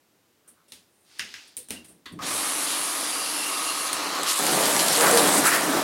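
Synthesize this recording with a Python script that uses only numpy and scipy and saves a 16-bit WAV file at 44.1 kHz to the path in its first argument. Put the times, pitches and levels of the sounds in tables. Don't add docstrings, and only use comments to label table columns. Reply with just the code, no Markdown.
import sys
import numpy as np
from scipy import signal
from scipy.fft import rfft, irfft, next_fast_len
from scipy.io import wavfile
from scipy.ndimage import map_coordinates

SR = 44100
rng = np.random.default_rng(int(sys.argv[2]) if len(sys.argv) > 2 else 0)


def waveform_to_disk(signal):
    frames = np.transpose(np.atleast_2d(signal))
    scaled = np.clip(frames, -1, 1) * 32767
    samples = np.round(scaled).astype(np.int16)
    wavfile.write(sys.argv[1], SR, samples)


N = 257103

WATER_ON_S, SWING_S, GRID_S, TOTE_S = 2.189, 3.88, 4.26, 4.385

# freq_hz, width_hz, gain_db
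TUB_MODES = [(85.4, 27, -5.5), (183, 25, -2.5), (243, 43, 2), (313, 65, -1), (437, 230, -6)]
# freq_hz, width_hz, gain_db
HOSE_MODES = [(8600, 740, -1), (9200, 420, 4.5), (10000, 1800, -5), (11460, 180, -5), (13000, 2300, -24)]
# freq_hz, gain_db
CLICK_SPECTRUM = [(100, 5), (700, -4.5), (1500, -2.5), (3800, 8), (6500, 2.5), (10000, 0.5), (15500, -12)]
# freq_hz, width_hz, gain_db
WALL_MODES = [(1069, 125, 1.5), (1270, 90, 2.5)]
# freq_hz, gain_db
SPLASH_SPECTRUM = [(700, -33), (1500, -5.5), (2200, -3), (3300, -1.5), (4700, -1.5), (6300, -4), (9000, -8),
                   (12000, -13.5), (14000, -17), (16000, -27)]
# start_s, length_s, level_db
GUSHES = [(2.22, 0.1, -35.5), (2.66, 0.11, -33), (4.26, 0.067, -25), (4.46, 0.096, -32), (4.63, 0.045, -27),
          (4.79, 0.03, -23), (4.88, 0.12, -27), (5.17, 0.035, -26.5), (5.445, 0.035, -41),
          (5.52, 0.046, -29)]
# time_s, level_db
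GRID_FORCE = [(4.28, -27.5), (5.198, -22.5), (5.216, -23), (5.402, -24), (5.418, -26.5), (5.466, -22),
              (5.57, -29), (5.83, -35.5)]


def amp(db):
    return 10 ** (np.asarray(db) / 20)


def unit(x):
    return x / np.sqrt(np.mean(x ** 2) + 1e-20)


def along(points, hz):
    freq_hz, values = np.transpose(points)
    return np.interp(np.log(hz + 1), np.log(freq_hz + 1), values)


def envelope(points):
    time_s, level_db = np.transpose(points)
    t = np.arange(N) / SR
    outside_s = np.abs(t - np.clip(t, time_s[0], time_s[-1]))
    return amp(np.interp(t, time_s, level_db) - 600 * outside_s)


def held(start_s, end_s, attack_s, release_s):
    t = np.arange(N) / SR
    rise = 1 - np.exp(-np.maximum(t - start_s, 0) / attack_s)
    return rise * np.exp(-np.maximum(t - end_s, 0) / release_s)


def swells(rows, shape=0.38):
    t = np.arange(N) / SR
    return sum(amp(db) * np.abs(np.sin(np.pi * np.clip((t - start_s) / length_s, 0, 1))) ** shape
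               for start_s, length_s, db in rows)


def wobble(rate_hz):
    knots = rng.standard_normal(int(N * rate_hz / SR) + 4)
    return map_coordinates(knots, [np.arange(N) * rate_hz / SR])


def filtered(x, response):
    size = 2 * next_fast_len((N + SR) // 2)
    return irfft(rfft(x, size) * response(np.fft.rfftfreq(size, 1 / SR)), size)[:N]


def same_power(response):
    return response / np.sqrt(np.mean(np.abs(response) ** 2))


def coloured(x, points):
    def response(hz):
        skirt = np.minimum(hz / points[0][0], 1) ** 2
        cepstrum = irfft(np.log(amp(along(points, hz)) * skirt + 1e-6))
        half = len(cepstrum) // 2
        causal = np.r_[cepstrum[0], 2 * cepstrum[1:half], np.zeros(half)]
        return same_power(np.exp(rfft(causal)))
    return filtered(x, response)


def ringing(x, modes):
    def response(hz):
        return same_power(sum(
            (-1) ** k * amp(db) * 1j * hz * width_hz / (mode_hz ** 2 - hz ** 2 + 1j * hz * width_hz)
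            for k, (mode_hz, width_hz, db) in enumerate(modes)))
    return filtered(x, response)


def patchy(x, depth_db, width_hz, length_s):
    spectrum = signal.stft(x, SR, nperseg=512)[2]
    bins, frames = np.indices(spectrum.shape)
    where = [bins * SR / 512 / width_hz, frames * 256 / SR / length_s]
    field = map_coordinates(rng.standard_normal(spectrum.shape), where, mode="wrap")
    return signal.istft(spectrum * amp(depth_db * field), SR, nperseg=512)[1][:N]


def impacts(rate_hz, spread_db):
    count = int(rate_hz * N / SR)
    sizes = amp(spread_db * np.clip(rng.standard_normal(count), -2.5, 2.5))
    sizes *= rng.choice([-1, 1], count)
    return unit(np.bincount(rng.integers(0, N, count), sizes, N))


def plinks(rate_hz, centre_hz, scatter, decay_cycles, spread_db):
    count = int(rate_hz * N / SR)
    pitch, size = np.clip(rng.standard_normal((2, count, 1)), -2.2, 2.2)
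    k = np.arange(SR // 100)
    cycles = centre_hz * np.exp(scatter * pitch) * k / SR
    rings = amp(spread_db * size) * np.sin(2 * np.pi * cycles) * np.exp(-cycles / decay_cycles)
    onsets = rng.integers(0, N, (count, 1))
    motion = np.bincount((onsets + k).ravel(), rings.ravel(), N)[:N]
    return unit(np.gradient(motion))


def blows(times_s, levels_db, t60_s, room_t60_s, wet_db):
    force, t = np.zeros(N + SR), np.arange(SR // 4) / SR
    for start_s, db, chatter_s in zip(times_s, levels_db, np.broadcast_to(t60_s, len(times_s))):
        chatter, echo = rng.standard_normal((2, len(t)))
        chatter *= amp(-60 * t / chatter_s)
        chatter *= 1 - np.exp(-2 * t / chatter_s ** 2)
        chatter[0] = 4 * np.exp(-chatter_s / 0.065)
        echo *= amp(-60 * t / room_t60_s) * (1 - np.exp(-t / 0.0021))
        echo = amp(wet_db) * np.sqrt(np.mean(chatter ** 2)) * unit(echo)
        force[round(start_s * SR):][:len(t)] += amp(db) * (chatter + echo)
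    return force[:N]


def sing(rows):
    t, out = np.arange(N) / SR, np.zeros(N)
    for start_s, length_s, pitch_hz, width_hz, db in rows:
        phase = 2 * np.pi * pitch_hz * t
        tone = unit(wobble(width_hz) * np.cos(phase) + wobble(width_hz) * np.sin(phase))
        out += amp(2.2 * wobble(30)) * swells([(start_s, length_s, db)]) * tone
    return out


def bathroom(x, wet_db):
    # freq_hz, t60_s
    decay = [(150, 0.3), (600, 0.64), (2500, 0.49), (8000, 0.067), (15000, 0.11)]
    hz, t, noise = signal.stft(rng.standard_normal(SR // 2), SR, nperseg=256)
    tail = signal.istft(noise * amp(-60 * t / along(decay, hz)[:, None]), SR, nperseg=256)[1]
    delayed = np.pad(x, (SR // 250, 0))
    echo = signal.fftconvolve(delayed, tail / np.sqrt(np.sum(tail ** 2)))[:N]
    return (x + amp(wet_db) * echo) / np.hypot(1, amp(wet_db))


def room_air():
    # freq_hz, gain_db
    spectrum = [(15, -61), (25, -31), (70, -17), (82, -10), (242, -6.5), (326, -4), (416, -7), (775, -12),
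                (1520, -15), (9840, -21.5), (14800, -22.5), (16000, -25.5)]
    return amp(-66) * coloured(rng.standard_normal(N), spectrum)


def squeaks():
    # start_s, length_s, pitch_hz, width_hz, level_db
    rubs = [(0.44, 0.086, 1350, 704, -70), (0.56, 0.1, 1300, 700, -69), (1.566, 0.075, 440, 160, -57),
            (1.645, 0.035, 4000, 700, -60), (1.76, 0.023, 2870, 220, -45), (1.78, 0.05, 2800, 149, -56)]
    return sing(rubs)


def knocks():
    # start_s, thud_db, clack_db, click_db, tick_db, t60_s
    contacts = [(0.475, -62, -65, -70, -45, 0.15), (0.68, -68, -73, -58, -54, 0.21),
                (0.721, -54, -49, -35.5, -39, 0.016), (1.188, -62, -66, -52, -41, 0.022),
                (1.194, -43.5, -20, -32, -33.5, 0.017), (1.340, -64, -28, -38.5, -55, 0.013),
                (1.475, -70, -70, -70, -52, 0.063), (1.568, -59, -52, -40, -22.5, 0.008),
                (1.574, -52, -54, -36.5, -28, 0.013), (1.686, -51, -55, -47, -37, 0.019),
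                (1.699, -60, -58, -44, -41, .012), (1.706, -34, -30, -29, -24.5, 0.014),
                (1.745, -50, -60, -54, -60, 0.045), (1.843, -62, -54, -54, -45, 0.099),
                (1.88, -54, -62, -60, -46, 0.22), (2.121, -58, -72, -70, -50.5, 0.06),
                (3.9302, -54, -25, -24, -16, 0.0072)]
    # freq_hz, width_hz, gain_db
    shell_modes = [(1620, 250, -3.5), (2040, 240, -1), (2680, 420, 0), (3460, 930, -8), (5050, 650, -7.5),
                   (6700, 600, -14.5)]
    # freq_hz, gain_db
    shell_radiation = [(500, -8), (1100, 3), (1450, -1), (7000, -0.5), (9000, -42), (15000, -41)]
    start_s, thud_db, clack_db, click_db, tick_db, t60_s = np.transpose(contacts)
    thud = ringing(blows(start_s, thud_db, t60_s, room_t60_s=0.42, wet_db=6.5), TUB_MODES)
    shell = ringing(blows(start_s, clack_db, t60_s, room_t60_s=0.28, wet_db=1), shell_modes)
    clack = amp(-4.5) * coloured(shell, shell_radiation)
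    click = coloured(blows(start_s, click_db, t60_s, room_t60_s=0.32, wet_db=2), CLICK_SPECTRUM)
    tick = ringing(blows(start_s, tick_db, t60_s, room_t60_s=0.21, wet_db=0), HOSE_MODES)
    return thud + clack + click + tick


def sleeve_and_hose():
    # start_s, length_s, level_db
    stroke = [(1.02, 0.59, -51.5)]
    # freq_hz, gain_db
    cloth_spectrum = [(180, -36), (300, -3), (490, -13.5), (959, -9), (1040, -15), (1330, -7.5), (4770, -1),
                      (9800, -16), (15000, -29)]
    # start_s, length_s, level_db
    slide = [(0.87, 0.45, -68)]
    cloth = coloured(impacts(rate_hz=12000, spread_db=3), cloth_spectrum)
    hose = ringing(impacts(rate_hz=3000, spread_db=1), HOSE_MODES)
    return amp(2) * swells(stroke, shape=1.38) * cloth + swells(slide, shape=0.7) * hose


def pipe_surge():
    # freq_hz, width_hz, gain_db
    modes = [(80, 25, -7), (176, 21, 2), (231, 22, -1.5), (290, 60, -2)]
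    # start_s, length_s, level_db
    surges = [(1.76, 0.3, -63), (2.11, 0.076, -42.5), (2.17, 0.26, -45.5)]
    rumble = coloured(ringing(rng.standard_normal(N), modes), [(40, 2), (400, 5), (1200, -3)])
    return swells(surges, shape=0.3) * unit(rumble)


def tap():
    # freq_hz, width_hz, gain_db
    modes = [(1050, 190, -4), (1640, 140, -3), (1960, 160, 0.5), (2750, 440, -4.5), (3540, 330, -0.5),
             (4450, 200, -0.5)]
    snap = blows([2.057], [-37], t60_s=0.049, room_t60_s=0.29, wet_db=2.5)
    body = coloured(ringing(snap, modes), [(900, 3), (4700, -0.5), (5600, -11), (12000, -13)])
    thud = ringing(snap, TUB_MODES)
    click = coloured(snap, CLICK_SPECTRUM)
    return amp(-3) * body + amp(-8.5) * thud + amp(-7.5) * click


def first_burst(settle_s=0.36):
    return np.exp(-np.maximum(np.arange(N) / SR - WATER_ON_S, 0) / settle_s)


def spit():
    # freq_hz, gain_db
    spectrum = [(300, -8), (1100, -2), (2500, -5), (5000, -12), (12000, -24)]
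    slug = blows([WATER_ON_S], [-29.5], t60_s=0.055, room_t60_s=0.15, wet_db=-3)
    return coloured(amp(-12) * ringing(slug, WALL_MODES) + amp(-10) * slug, spectrum)


def wall_drumming():
    # freq_hz, gain_db
    spectrum = [(50, -42), (85, -18), (120, -25), (160, -9.5), (240, -6.5), (292, 6), (345, -1.5),
                (430, -2.5), (480, -1.5), (820, 0.5), (1200, 1.5), (1500, -2.5), (2300, -7), (3300, -27.5)]
    on_wall = held(WATER_ON_S, TOTE_S, attack_s=0.049, release_s=0.025)
    swing = held(SWING_S, GRID_S, attack_s=0.098, release_s=0.03)
    force = on_wall * amp(-36.5 + 5 * swing + 3 * first_burst())
    return force * coloured(impacts(rate_hz=4000, spread_db=3.5), spectrum)


def wall_ring():
    on_wall = held(WATER_ON_S, TOTE_S, attack_s=0.049, release_s=0.025)
    on_hollow = held(3.42, TOTE_S, attack_s=0.028, release_s=0.02)
    force = on_wall * amp(-44 + 6.5 * on_hollow)
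    return force * ringing(impacts(rate_hz=4000, spread_db=5), WALL_MODES)


def splash():
    pressure = held(WATER_ON_S, N / SR, attack_s=0.027, release_s=0.027)
    steady = amp(-32) * pressure ** 3
    off_grid = amp(-6) * envelope(GRID_FORCE)
    flow = np.sqrt(steady ** 2 + off_grid ** 2 + swells(GUSHES, shape=0.3) ** 2)
    fine = amp(-3) * impacts(rate_hz=16000, spread_db=1)
    heavy = amp(-8) * impacts(rate_hz=600, spread_db=1)
    bursts = coloured(amp(1 + 0.3 * wobble(30)) * flow * (fine + heavy), SPLASH_SPECTRUM)
    return bathroom(patchy(bursts, depth_db=1.4, width_hz=603, length_s=0.05), wet_db=-12)


def jet_hiss():
    # freq_hz, gain_db
    hiss_spectrum = [(5500, -15.5), (7500, -11), (8900, -6), (10100, 0), (11000, -4.5), (12300, -13.5),
                     (15000, -36)]
    # freq_hz, gain_db
    fizz_spectrum = [(5000, -18), (7500, -4), (9000, 4), (10000, -1), (12000, -9), (15500, -24)]
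    facing = held(2.243, SWING_S, attack_s=0.058, release_s=0.011)
    turned = held(SWING_S, SWING_S + 0.19, attack_s=0.015, release_s=0.16)
    jet_gain = (amp(-32) * facing + amp(-42) * turned) * amp(0.77 * wobble(25.02))
    hiss = jet_gain * coloured(impacts(rate_hz=32000, spread_db=5.5), hiss_spectrum)
    air_gain = amp(-28.5) * facing * np.sqrt(first_burst())
    fizz = air_gain * coloured(impacts(rate_hz=9000, spread_db=3), fizz_spectrum)
    return patchy(hiss + fizz, depth_db=0.9, width_hz=448, length_s=0.08)


def whistles():
    # start_s, length_s, pitch_hz, width_hz, level_db
    spots = [(3.05, 0.95, 2760, 209.7, -42.5), (2.94, 0.52, 4760, 517, -41), (3.24, 0.26, 5310, 479, -42),
             (3.5, 0.98, 4180, 600, -42.5), (4.96, 0.3, 474.5, 24.05, -27.5), (5.29, 0.12, 8300, 913, -31),
             (5.6, 0.25, 281, 60, -31.5)]
    return sing(spots)


def grid():
    # freq_hz, gain_db
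    foil_spectrum = [(5000, -14), (7000, -2.5), (8400, 2), (10000, 1), (11500, -0.5), (13000, -12),
                     (16000, -48)]
    # start_s, splash_db, foil_db
    splats = [(4.2323, -21, -24), (4.39, -30, -18), (4.466, -18.5, -21), (4.6559, -24, -19),
              (4.7645, -16, -27), (4.798, -17, -32), (4.8835, -14.5, -22), (5.0092, -15.5, -18),
              (5.111, -24, -16), (5.1738, -13, -15), (5.3782, -32, -17), (5.4524, -24, -19),
              (5.468, -26, -16.5)]
    force = amp(-2) * envelope(GRID_FORCE)
    spurts = amp(-1 + 1.2 * wobble(60)) * force * impacts(rate_hz=4900, spread_db=4.5)
    foil = coloured(patchy(spurts, depth_db=2, width_hz=621, length_s=0.035), foil_spectrum)
    cells = plinks(rate_hz=350, centre_hz=8930, scatter=0.16, decay_cycles=8.6, spread_db=1.5)
    pockets = plinks(rate_hz=600, centre_hz=4340, scatter=0.142, decay_cycles=8.6, spread_db=6)
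    flooding = amp(-12) * force + amp(-11.5) * swells(GUSHES)
    sizzle = foil + amp(-6.5) * force * cells + flooding * pockets
    start_s, splash_db, foil_db = np.transpose(splats)
    crack = coloured(blows(start_s, foil_db, t60_s=0.022, room_t60_s=0.18, wet_db=-4), foil_spectrum)
    splat = blows(start_s, splash_db, t60_s=0.018, room_t60_s=0.1, wet_db=-14)
    return bathroom(sizzle, wet_db=-14) + crack + coloured(splat, SPLASH_SPECTRUM)


def tote():
    # time_s, level_db
    jet_force = [(4.395, -31), (4.581, -27.5), (4.981, -30), (5.029, -23), (5.353, -24.5), (5.421, -30.5),
                 (5.713, -29), (5.773, -26), (5.83, -36.5)]
    # start_s, length_s, level_db
    booms = [(4.48, 0.1, -33), (5.21, 0.084, -24.5), (5.35, 0.12, -26), (5.63, 0.037, -38),
             (5.745, 0.054, -27)]
    # start_s, length_s, level_db
    slaps = [(4.99, 0.12, -21.5), (5.44, 0.055, -19), (5.51, 0.062, -19.5), (5.765, 0.027, -31)]
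    # freq_hz, gain_db
    bottom_spectrum = [(40, -41), (75, -21), (105, -21.5), (150, -5.5), (200, -3), (250, -5.5), (290, 3.5),
                       (350, -5), (420, -5), (560, -34.5)]
    # freq_hz, width_hz, gain_db
    panel_modes = [(155, 29, -10.5), (205, 73, -8), (292, 22, 6.5), (346, 41, 3), (413, 15, 5),
                   (430, 6.1, -15), (488, 44, 1), (580, 23, 1.5), (676, 15, -2.5), (730, 36, -7)]
    # freq_hz, gain_db
    wall_spectrum = [(280, -21.5), (420, -5.5), (480, 0.5), (650, 2), (1000, -0.5), (1250, -4.5),
                     (1700, -21)]
    # freq_hz, gain_db
    rim_spectrum = [(850, -10.5), (1250, 0), (1550, -1), (1950, -3.5), (2400, -8), (3400, -19)]
    force = envelope(jet_force)
    relative_force = force / amp(np.mean(np.transpose(jet_force)[1]))
    on_tote = held(TOTE_S, N / SR, attack_s=0.0068, release_s=1)
    boom = np.hypot(amp(-32) * relative_force ** 0.79 * on_tote, swells(booms))
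    slap = np.hypot(amp(-31) * relative_force ** 0.76, swells(slaps))
    bottom = amp(-3) * boom * coloured(impacts(rate_hz=2000, spread_db=3.5), bottom_spectrum)
    panels = amp(-4.5) * boom * ringing(impacts(rate_hz=2000, spread_db=2), panel_modes)
    walls = amp(-0.1) * force * coloured(impacts(rate_hz=2500, spread_db=3.5), wall_spectrum)
    rim = amp(-1) * slap * coloured(impacts(rate_hz=2500, spread_db=1), rim_spectrum)
    return bottom + panels + bathroom(walls + rim, wet_db=-7)


def scene():
    mono = room_air() + knocks() + sleeve_and_hose() + squeaks() + tap() + pipe_surge()
    mono += wall_drumming() + bathroom(wall_ring() + spit() + jet_hiss(), wet_db=-9)
    mono += splash() + tote() + grid() + whistles()
    return np.array([mono, mono])


def record(dry):
    top_hz = 16050
    return np.array([filtered(channel, lambda hz: hz < top_hz) for channel in dry])


dry = scene()
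out = record(dry)
waveform_to_disk(out)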